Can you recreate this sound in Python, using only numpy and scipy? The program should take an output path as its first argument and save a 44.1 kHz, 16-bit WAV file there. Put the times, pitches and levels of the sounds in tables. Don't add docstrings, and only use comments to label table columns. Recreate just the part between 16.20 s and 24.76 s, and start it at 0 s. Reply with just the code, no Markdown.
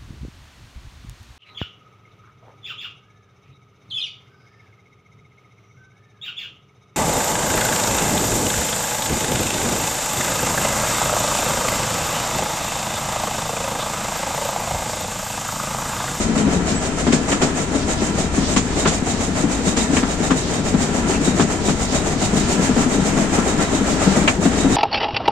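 import sys
import numpy as np
from scipy import signal
from scipy.fft import rfft, irfft, next_fast_len
from scipy.io import wavfile
from scipy.ndimage import map_coordinates

SR = 44100
rng = np.random.default_rng(int(sys.argv[2]) if len(sys.argv) > 2 else 0)


def unload_audio(sound):
    columns = np.transpose(np.atleast_2d(sound))
    steps = np.round(np.clip(columns, -1, 1) * 32767)
    wavfile.write(sys.argv[1], SR, steps.astype(np.int16))


N = 377496

# (time [s], level [dB])
RUMBLE_LEVELS = [(0, -31.5), (1.7, -31), (2.6, -28.5), (3.5, -32), (4.5, -30), (5.6, -29.5), (6.4, -28.5),
                 (7.3, -30), (8.5, -27)]
# (time [s], body boom [dB], rail roar [dB])
RUNNING_LEVELS = [(0.0, -24.5, -28.5), (0.31, -22, -29), (0.57, -25.5, -28.5), (3.12, -25.5, -29.5),
                  (3.65, -24, -27), (3.91, -27, -28), (4.29, -25, -31), (5.1, -22.5, -26.5),
                  (5.46, -25.5, -31), (6.49, -22.5, -26), (7.72, -22.5, -26), (7.89, -22, -23),
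                  (8.2, -21.5, -25), (8.56, -20, -26)]
# (time [s], pitch [Hz], level [dB])
GROAN_PATH = [(0, 225.6, -31), (.12, 221.8, -21), (.27, 204.5, -24), (.37, 179, -25), (.52, 155.7, -29),
              (.68, 150.4, -35), (.85, 150, -100)]
# (crest [s], pitch [Hz], level [dB], half length [s], glide [Hz/s], scatter [Hz])
SQUEAKS = [(0.573, 7870, -30, 0.023, -2500, 79.4), (4.955, 2600, -29, 0.014, -8000, 295)]
# (time [s], level [dB])
SLAPS = [(3.768, -41), (8.076, -28)]
# (time [s], thud [dB], note [Hz], t60 [s], clack [dB])
KNOCKS = [(0.121, -16, 227, .1, -36), (.275, -13, 260, 0.066, -40), (.904, -9.5, 240, .06, -44),
          (1.55, -8.5, 256, .1, -34), (1.818, -7, 230, 0.055, -34), (2.176, -6, 266, 0.076, -32),
          (2.325, -14, 272, 0.066, -38), (2.821, -13, 201, 0.028, -44), (3.232, -7.5, 284, .1, -40),
          (3.467, -5, 190, 0.11, -27), (3.698, -9, 240, 0.057, -42), (3.73, -7, 265, .05, -31),
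          (3.827, -9, 226, 0.061, -21.5), (4.0, -10, 220, 0.058, -39), (4.39, -13, 225, 0.066, -42),
          (4.537, -2.5, 261, 0.19, -27), (4.891, -8.5, 384, 0.11, -39), (5.072, -6.5, 255, .13, -27),
          (5.74, -11.5, 250, 0.072, -31), (6.13, -6.5, 196, .09, -32), (6.17, -8.5, 188, .12, -29),
          (6.39, -6, 199, 0.11, -35), (6.492, -4.5, 245, 0.13, -36), (6.563, -3, 233, 0.14, -28),
          (6.66, -10.5, 250, 0.065, -40), (6.738, -10, 272, 0.12, -30), (6.781, -7, 189, 0.12, -40),
          (6.973, -12.5, 195, 0.11, -28), (7.183, -8, 217, 0.044, -27), (7.381, -9, 172, .14, -30),
          (7.608, -8, 198, 0.15, -44), (7.865, -2.5, 190, 0.2, -28), (7.969, -3.5, 195, 0.11, -31),
          (8.014, -6, 197, .09, -34), (8.185, -2, 184, 0.092, -42), (8.25, 0, 270, .12, -20.5),
          (8.443, -3, 270, 0.19, -36)]
# (time [s], thud [dB], note [Hz], thud lag [s], clank [dB], steel ring [dB],
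# scrape [dB], scrape lag [s], rise [s])
JOINTS = [(0.866, -9, 231, 0.0021, -23.5, -46, -39, 0.0027, .0007),
          (0.922, -9, 226, .012, -23, -23, -26, 0.0011, .002),
          (1.118, -15, 196, 0.0092, -20, -23, -34, 0.0019, 0.0055),
          (1.215, -9.5, 248, .009, -20, -24, -26, 0.0011, 0.0035),
          (2.362, -10, 246, 0.0012, -18, -24, -23.5, 0.00092, 0.00047),
          (2.653, -10.5, 203, 0.0051, -16, -25, -24, 0.016, .004),
          (3.563, -15, 213, .012, -24, -29, -27, .002, 0.0043),
          (3.767, -11.5, 250, .002, -22.5, -20, -39, .002, .0008),
          (4.103, -9, 256, 0.00604, -17.5, -33, -34, .002, .002),
          (5.196, -8, 254, .001, -18.5, -38, -28, 0.007, 0.00041),
          (5.484, -9.5, 193, 0.00086, -22.5, -32, -32, 0.01, 0.00044),
          (8.076, -27, 293, .012, -18, -11.5, -28, 0.0011, 0.00088)]
# (crest [s], hiss [dB], puff [dB], whistle [dB])
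BEATS = [(0.027, -26.5, -27, -42), (0.189, -27, -24.5, -38), (0.347, -29.5, -26, -41),
         (0.504, -28, -27, -48), (0.648, -29.5, -27.5, -40), (0.806, -29, -28.0, -43),
         (0.957, -33, -29, -50), (1.115, -25, -22, -35), (1.245, -29, -23, -50), (1.401, -26, -25.5, -41),
         (1.562, -29, -25.5, -37), (1.717, -26.5, -25, -36), (1.854, -26.5, -27, -50),
         (2.006, -26.5, -25, -37), (2.174, -28, -27.5, -48), (2.316, -26, -27.5, -50),
         (2.445, -36, -38, -47), (2.603, -24.5, -23.5, -32), (2.745, -25.5, -24, -37),
         (2.898, -25.5, -25, -36), (3.041, -27, -27, -40), (3.192, -27, -24.5, -41),
         (3.341, -27, -26.5, -37), (3.484, -25, -28, -30), (3.615, -24.5, -29, -30), (3.767, -24, -30, -44),
         (3.917, -28.5, -27, -39), (4.059, -25.5, -24.5, -36), (4.187, -27, -28, -33.5),
         (4.343, -27, -27, -36), (4.487, -27.5, -25.5, -35), (4.628, -26, -26, -39), (4.771, -29, -27, -40),
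         (4.918, -25.5, -25.5, -43), (5.066, -25, -28, -29), (5.205, -27.5, -24, -50),
         (5.328, -28, -25, -50), (5.478, -24.5, -25, -34), (5.626, -26.5, -27, -36), (5.763, -25, -22, -32),
         (5.892, -27, -23.5, -44), (6.045, -25, -24, -35), (6.185, -24, -27, -35), (6.321, -25, -24.5, -45),
         (6.451, -24, -26, -42), (6.6, -25.5, -24.5, -50), (6.736, -26, -26, -34), (6.882, -26, -26.5, -48),
         (7.001, -27, -23, -50), (7.163, -24.5, -21.5, -66), (7.293, -25.5, -23.5, -34),
         (7.427, -27, -23, -34.5), (7.556, -28, -26, -32), (7.705, -26, -23.5, -44),
         (7.845, -27, -20.5, -32), (7.985, -25.5, -20.5, -40), (8.114, -26.5, -19, -50),
         (8.249, -24, -21, -34), (8.402, -26, -29, -28.5), (8.543, -24.5, -23.5, -29)]

# (frequency [Hz], width [Hz], level [dB])
BODY_MODES = [(149.2, 9.9, 2.5), (200.5, 47, 0.5), (230.6, 13, 6), (266.4, 73, 1.5), (291, 52, -17.5),
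              (388, 40, -19.5), (496, 47, -14), (586, 16, -19), (843, 180, -20.5)]
# (frequency [Hz], level [dB], t60 [s])
WHEEL_MODES = [(970, -3.5, 0.066), (1348, -1, 0.052), (1700, 2.5, 0.14), (2018, -4, 0.058), (2360, 3, 0.11),
               (2530, 0, 0.17), (2680, 2, 0.071), (3120, 4, 0.05)]
FITTING_MODES = [(1764, 2, .1), (2290, -5, .09), (2510, 3, 0.087), (2767, -3, 0.069)]
# (frequency [Hz], density [dB])
RUMBLE_SPECTRUM = [(15, -5.5), (28, -5), (45, 0.5), (58, 1.5), (85, -0.5), (120, -3), (170, -14),
                   (400, -56)]
ROAR_SPECTRUM = [(150, -18), (400, 4.5), (560, 0), (820, 1), (1100, -2.5), (1300, -1), (1500, -2),
                 (1850, -2), (2300, -6), (3300, -10), (5000, -14), (7500, -6.5), (9000, -15), (11000, -17),
                 (15000, -11)]
CLANK_SPECTRUM = [(200, -38), (450, 4.5), (780, 2), (1300, 4.5), (1900, -3), (2600, -9), (3400, -8.5),
                  (4500, -14), (9000, -26)]
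SCRAPE_SPECTRUM = [(800, -36), (2000, 1), (3400, 0), (4600, -1), (6000, 0), (7100, 6.5), (8200, -1.5),
                   (9000, -7), (11000, -13), (15000, -18)]
# (frequency [Hz], density [dB])
LEAK_SPECTRUM = [(1500, -22), (2800, -0.5), (4000, 2), (5500, 2), (7000, -4), (9500, -14)]
SIZZLE_SPECTRUM = [(8500, -38), (10000, -4), (12000, -0.5), (15000, 2)]
HISS_SPECTRUM = [(800, -43), (2000, -2), (3400, -5.5), (4600, -5.5), (6000, -2.5), (7050, 3), (8200, -1),
                 (9000, -7.5), (11000, -6.5)]
PUFF_SPECTRUM = [(100, -28), (190, 1.5), (350, 6.5), (530, 4), (630, 8.5), (780, 5), (950, -2),
                 (1330, -1.5), (1550, -8), (2000, -5), (3000, -16), (6000, -53)]

# (frequency [Hz], left-right correlation [-])
MIC_CORRELATION = [(60, 0.84), (200, .95), (400, 0.88), (700, 0.6), (1300, 0.26), (2500, 0.02),
                   (8000, -0.01)]
# (frequency [Hz], left minus right [dB])
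MIC_BALANCE = [(50, 4.5), (350, 5.5), (700, 1), (1300, 3), (3000, 0), (4300, -1), (5500, -3), (6900, -9),
               (8200, 0), (12000, -0.5)]
# (frequency [Hz], gain [dB])
MIC_TREBLE = [(8900, 2), (9250, 0), (9700, -13.5), (13500, -22), (16000, -35)]

TIME_S = np.arange(N) / SR
BLOW_TIME_S = np.arange(SR // 4) / SR


def amp(db):
    return 10 ** (np.asarray(db) / 20)


def unit_rms(x):
    return x / np.sqrt(np.mean(x ** 2) + 1e-20)


def log_interp(points, hz):
    knots_hz, values = np.transpose(points)
    return np.interp(np.log(hz + 1), np.log(knots_hz + 1), values)


def curves(rows):
    knots_s, *columns = np.transpose(rows)
    return [np.interp(TIME_S, knots_s, column) for column in columns]


def wobble(rate_hz):
    return map_coordinates(rng.standard_normal(N // 100), [TIME_S * rate_hz], mode="wrap")


def filtered(x, response):
    n = x.shape[-1]
    size = next_fast_len(n + 8192)
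    return irfft(rfft(x, size) * response(np.fft.rfftfreq(size, 1 / SR)), size)[..., :n]


def colour(spectrum):
    return lambda hz: amp(log_interp(spectrum, hz))


def resonances(modes):
    return lambda hz: sum(
        (-1) ** k * amp(db) * 1j * hz * width_hz / (mode_hz ** 2 - hz ** 2 + 1j * hz * width_hz)
        for k, (mode_hz, width_hz, db) in enumerate(modes))


def stereo(pair, response):
    def mid_side(hz):
        angle_rad = np.arccos(np.clip(log_interp(MIC_CORRELATION, hz), -1, 1)) / 2
        return response(hz) * np.array([np.cos(angle_rad), np.sin(angle_rad)])
    mid, side = filtered(pair, mid_side)
    return unit_rms(np.array([mid + side, mid - side]))


def noise(response):
    return stereo(rng.standard_normal((2, N)), response)


def add(out, start_s, level_db, x):
    part = out[:, max(0, round(start_s * SR)):][:, :x.shape[1]]
    part += amp(level_db) * x[:, :part.shape[1]]


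def decay(t60_s, hold_s=0):
    return amp(-60 * np.maximum(BLOW_TIME_S - hold_s, 0) / t60_s)


def contact(spectrum, rise_s, hold_s, t60_s, strike, uneven_db, landing_s=0.00192):
    t = BLOW_TIME_S
    taps = amp(uneven_db * np.tanh(wobble(900)[:len(t)]))
    envelope = (1 - np.exp(-t / rise_s)) * decay(t60_s, hold_s)
    force = unit_rms(taps * envelope * rng.standard_normal((2, len(t))))
    impulse = unit_rms(signal.unit_impulse(len(t), round(landing_s * SR)))
    force[0] += strike * np.exp(-rise_s / landing_s) * impulse
    return stereo(force, colour(spectrum))


def steel_ring(modes, detune, linewidth_hz, hold_s):
    t = BLOW_TIME_S
    hz, db, t60_s = np.transpose(modes)[:, :, None]
    scatter_db = rng.normal(0, 2, (2, len(modes), 1))
    hz = hz * (1 + detune * rng.standard_normal(hz.shape))
    walk = np.cumsum(rng.standard_normal((2, len(modes), len(t))), axis=2)
    drift_rad = walk * np.sqrt(2 * np.pi * linewidth_hz / SR) + rng.normal(0, 1, scatter_db.shape)
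    partials = amp(db + scatter_db) * decay(t60_s, hold_s) * np.sin(2 * np.pi * hz * t + drift_rad)
    return unit_rms(partials.sum(axis=1) * (1 - np.exp(-t / 0.0004)))


def body_thud(note_hz, note_db, note_t60_s, rise_s, judder, judder_t60_s, springs_hz):
    t = BLOW_TIME_S
    force = judder * unit_rms(decay(judder_t60_s) * rng.standard_normal((2, len(t))))
    force[0] += unit_rms(signal.unit_impulse(len(t)))
    cushion = lambda hz: 1 / (1 + 1j * hz / springs_hz - (hz / springs_hz) ** 2)
    body = stereo(force, lambda hz: resonances(BODY_MODES)(hz) * cushion(hz))
    note = unit_rms((1 - np.exp(-t / rise_s)) * decay(note_t60_s) * np.sin(2 * np.pi * note_hz * t))
    return unit_rms(body + amp(note_db) * note)


def rolling(contact_patch_hz=600):
    boom_db, roar_db = curves(RUNNING_LEVELS)
    rumble_db, = curves(RUMBLE_LEVELS)
    jolts = rng.standard_normal((2, N)) * amp(1.5 * wobble(60))
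    boom = amp(boom_db - 0.82) * stereo(jolts, resonances(BODY_MODES))
    roar = amp(roar_db - 2.5 + 1.75 * wobble(30)) * noise(colour(ROAR_SPECTRUM))
    wheel = resonances([(hz, np.log(1000) / np.pi / t60_s, db) for hz, db, t60_s in WHEEL_MODES])
    smoothed = lambda hz: wheel(hz) / (1 + (hz / contact_patch_hz) ** 2)
    singing = amp(roar_db - 11.5 + 2.5 * wobble(8)) * noise(smoothed)
    rumble = amp(rumble_db) * noise(colour(RUMBLE_SPECTRUM))
    return boom + roar + singing + rumble


def groan():
    hz, db = curves(GROAN_PATH)
    return amp(db + 2.2 * wobble(24)) * np.sin(2 * np.pi * np.cumsum(hz + 5 * wobble(42)) / SR)


def flange_squeaks():
    out = np.zeros(N)
    for crest_s, hz, db, half_s, glide_hz_per_s, scatter_hz in SQUEAKS:
        t = TIME_S - crest_s
        pitch_hz = hz + glide_hz_per_s * t + scatter_hz * wobble(400)
        out += amp(db) * np.exp(-(t / half_s) ** 2) * np.sin(2 * np.pi * np.cumsum(pitch_hz) / SR)
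    return out


def fitting_slaps():
    out = np.zeros((2, N))
    for at_s, db in SLAPS:
        add(out, at_s, db, steel_ring(FITTING_MODES, detune=0.004, linewidth_hz=93, hold_s=0.0037))
    return out


def gear_knocks():
    out = np.zeros((2, N))
    for at_s, thud_db, note_hz, t60_s, clack_db in KNOCKS:
        thud = body_thud(note_hz, note_db=2, note_t60_s=t60_s, rise_s=0.0036,
                         judder=2.2, judder_t60_s=t60_s, springs_hz=710)
        clack = contact(CLANK_SPECTRUM, rise_s=0.0008, hold_s=0.005, t60_s=0.13,
                        strike=0.34, uneven_db=5)
        add(out, at_s + 0.002, thud_db - 21.5, thud)
        add(out, at_s + 0.002034, clack_db - 13, clack)
    return out


def rail_joints():
    out = np.zeros((2, N))
    for at_s, thud_db, note_hz, thud_lag_s, clank_db, ring_db, scrape_db, scrape_lag_s, rise_s in JOINTS:
        thud = body_thud(note_hz, note_db=-2.5, note_t60_s=0.14, rise_s=0.0055,
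                         judder=1.7, judder_t60_s=0.16, springs_hz=900)
        clank = contact(CLANK_SPECTRUM, rise_s, hold_s=0.011, t60_s=0.14, strike=0.45, uneven_db=0.5)
        ring = steel_ring(WHEEL_MODES, detune=0.0072, linewidth_hz=214, hold_s=0.0088)
        scrape = contact(SCRAPE_SPECTRUM, rise_s, hold_s=0.02, t60_s=0.19, strike=0.17, uneven_db=1.5)
        add(out, at_s + thud_lag_s, thud_db - 16, thud)
        add(out, at_s, clank_db - 13, clank)
        add(out, at_s, ring_db - 15.5, ring)
        add(out, at_s + scrape_lag_s, scrape_db - 7, scrape)
    return out


def steam_flow(levels_db, lead_s, rise_s, fall_s, shape):
    grid_s, power = TIME_S[::32], 0
    for (crest_s, *_), db in zip(BEATS, levels_db):
        t = grid_s - crest_s + lead_s
        exponent = np.where(t < 0, (t / rise_s) ** 2, np.abs(t / fall_s) ** shape)
        power = power + amp(db) ** 2 * np.exp(-exponent)
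    return np.interp(TIME_S, grid_s, np.sqrt(power))


def steam_whistle(centre_hz, wander_hz, half_width_hz):
    band = filtered(rng.standard_normal((2, N)), lambda hz: 1 / (1 + (hz / half_width_hz) ** 4))
    pitch_hz = centre_hz + wander_hz * wobble(9)
    return unit_rms(band * np.sin(2 * np.pi * np.cumsum(pitch_hz) / SR))


def engine(sizzle_rise_db_per_s=0.77):
    _, hiss_db, puff_db, whistle_db = np.transpose(BEATS)
    flutter = amp(1.2 * wobble(70) + 0.7 * wobble(420))
    hiss_flow = flutter * steam_flow(hiss_db, lead_s=0.0029, rise_s=0.028, fall_s=0.033, shape=1.54)
    whistle_flow = steam_flow(whistle_db, lead_s=0.002, rise_s=0.015, fall_s=0.032, shape=1.06)
    puff_flow = steam_flow(puff_db, lead_s=0.021, rise_s=0.012, fall_s=0.034, shape=0.99)
    hiss = hiss_flow * noise(colour(HISS_SPECTRUM))
    sizzle_db = -36.5 + sizzle_rise_db_per_s * TIME_S + 1.7 * wobble(200)
    sizzle = amp(sizzle_db) * unit_rms(hiss_flow ** 0.95) * noise(colour(SIZZLE_SPECTRUM))
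    leak = amp(-44 + 5.2 * wobble(14)) * noise(colour(LEAK_SPECTRUM))
    whistle = amp(-3.5) * whistle_flow * steam_whistle(centre_hz=3800, wander_hz=25.04, half_width_hz=99)
    puff = puff_flow * noise(colour(PUFF_SPECTRUM))
    return hiss + sizzle + leak + whistle + puff


def scene():
    return (engine() + rolling() + groan() + rail_joints() + gear_knocks()
            + fitting_slaps() + flange_squeaks())


def gain_control(x, threshold_db, lag_s, slope):
    t = np.arange(SR // 2) / SR
    window = t ** 2 * np.exp(-t / lag_s)
    sidechain = filtered(x, colour([(300, -20), (900, 0)]))
    power = np.mean(sidechain ** 2, axis=0)
    smoothed = np.abs(signal.fftconvolve(power, window / window.sum())[:N])
    return x * (1 + (smoothed / amp(threshold_db) ** 2) ** 4) ** (-slope / 4)


def record(dry):
    ceiling, top_hz = 0.95, 15720
    balance_db = lambda hz: np.outer([0.5, -0.5], log_interp(MIC_BALANCE, hz))
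    heard = filtered(dry, lambda hz: amp(log_interp(MIC_TREBLE, hz) + balance_db(hz)))
    held = gain_control(heard, threshold_db=-21, lag_s=0.034, slope=0.83)
    clipped = held / (1 + np.abs(held / ceiling) ** 8) ** (1 / 8)
    return filtered(clipped, lambda hz: hz < top_hz)


dry = scene()
out = record(dry)
unload_audio(out)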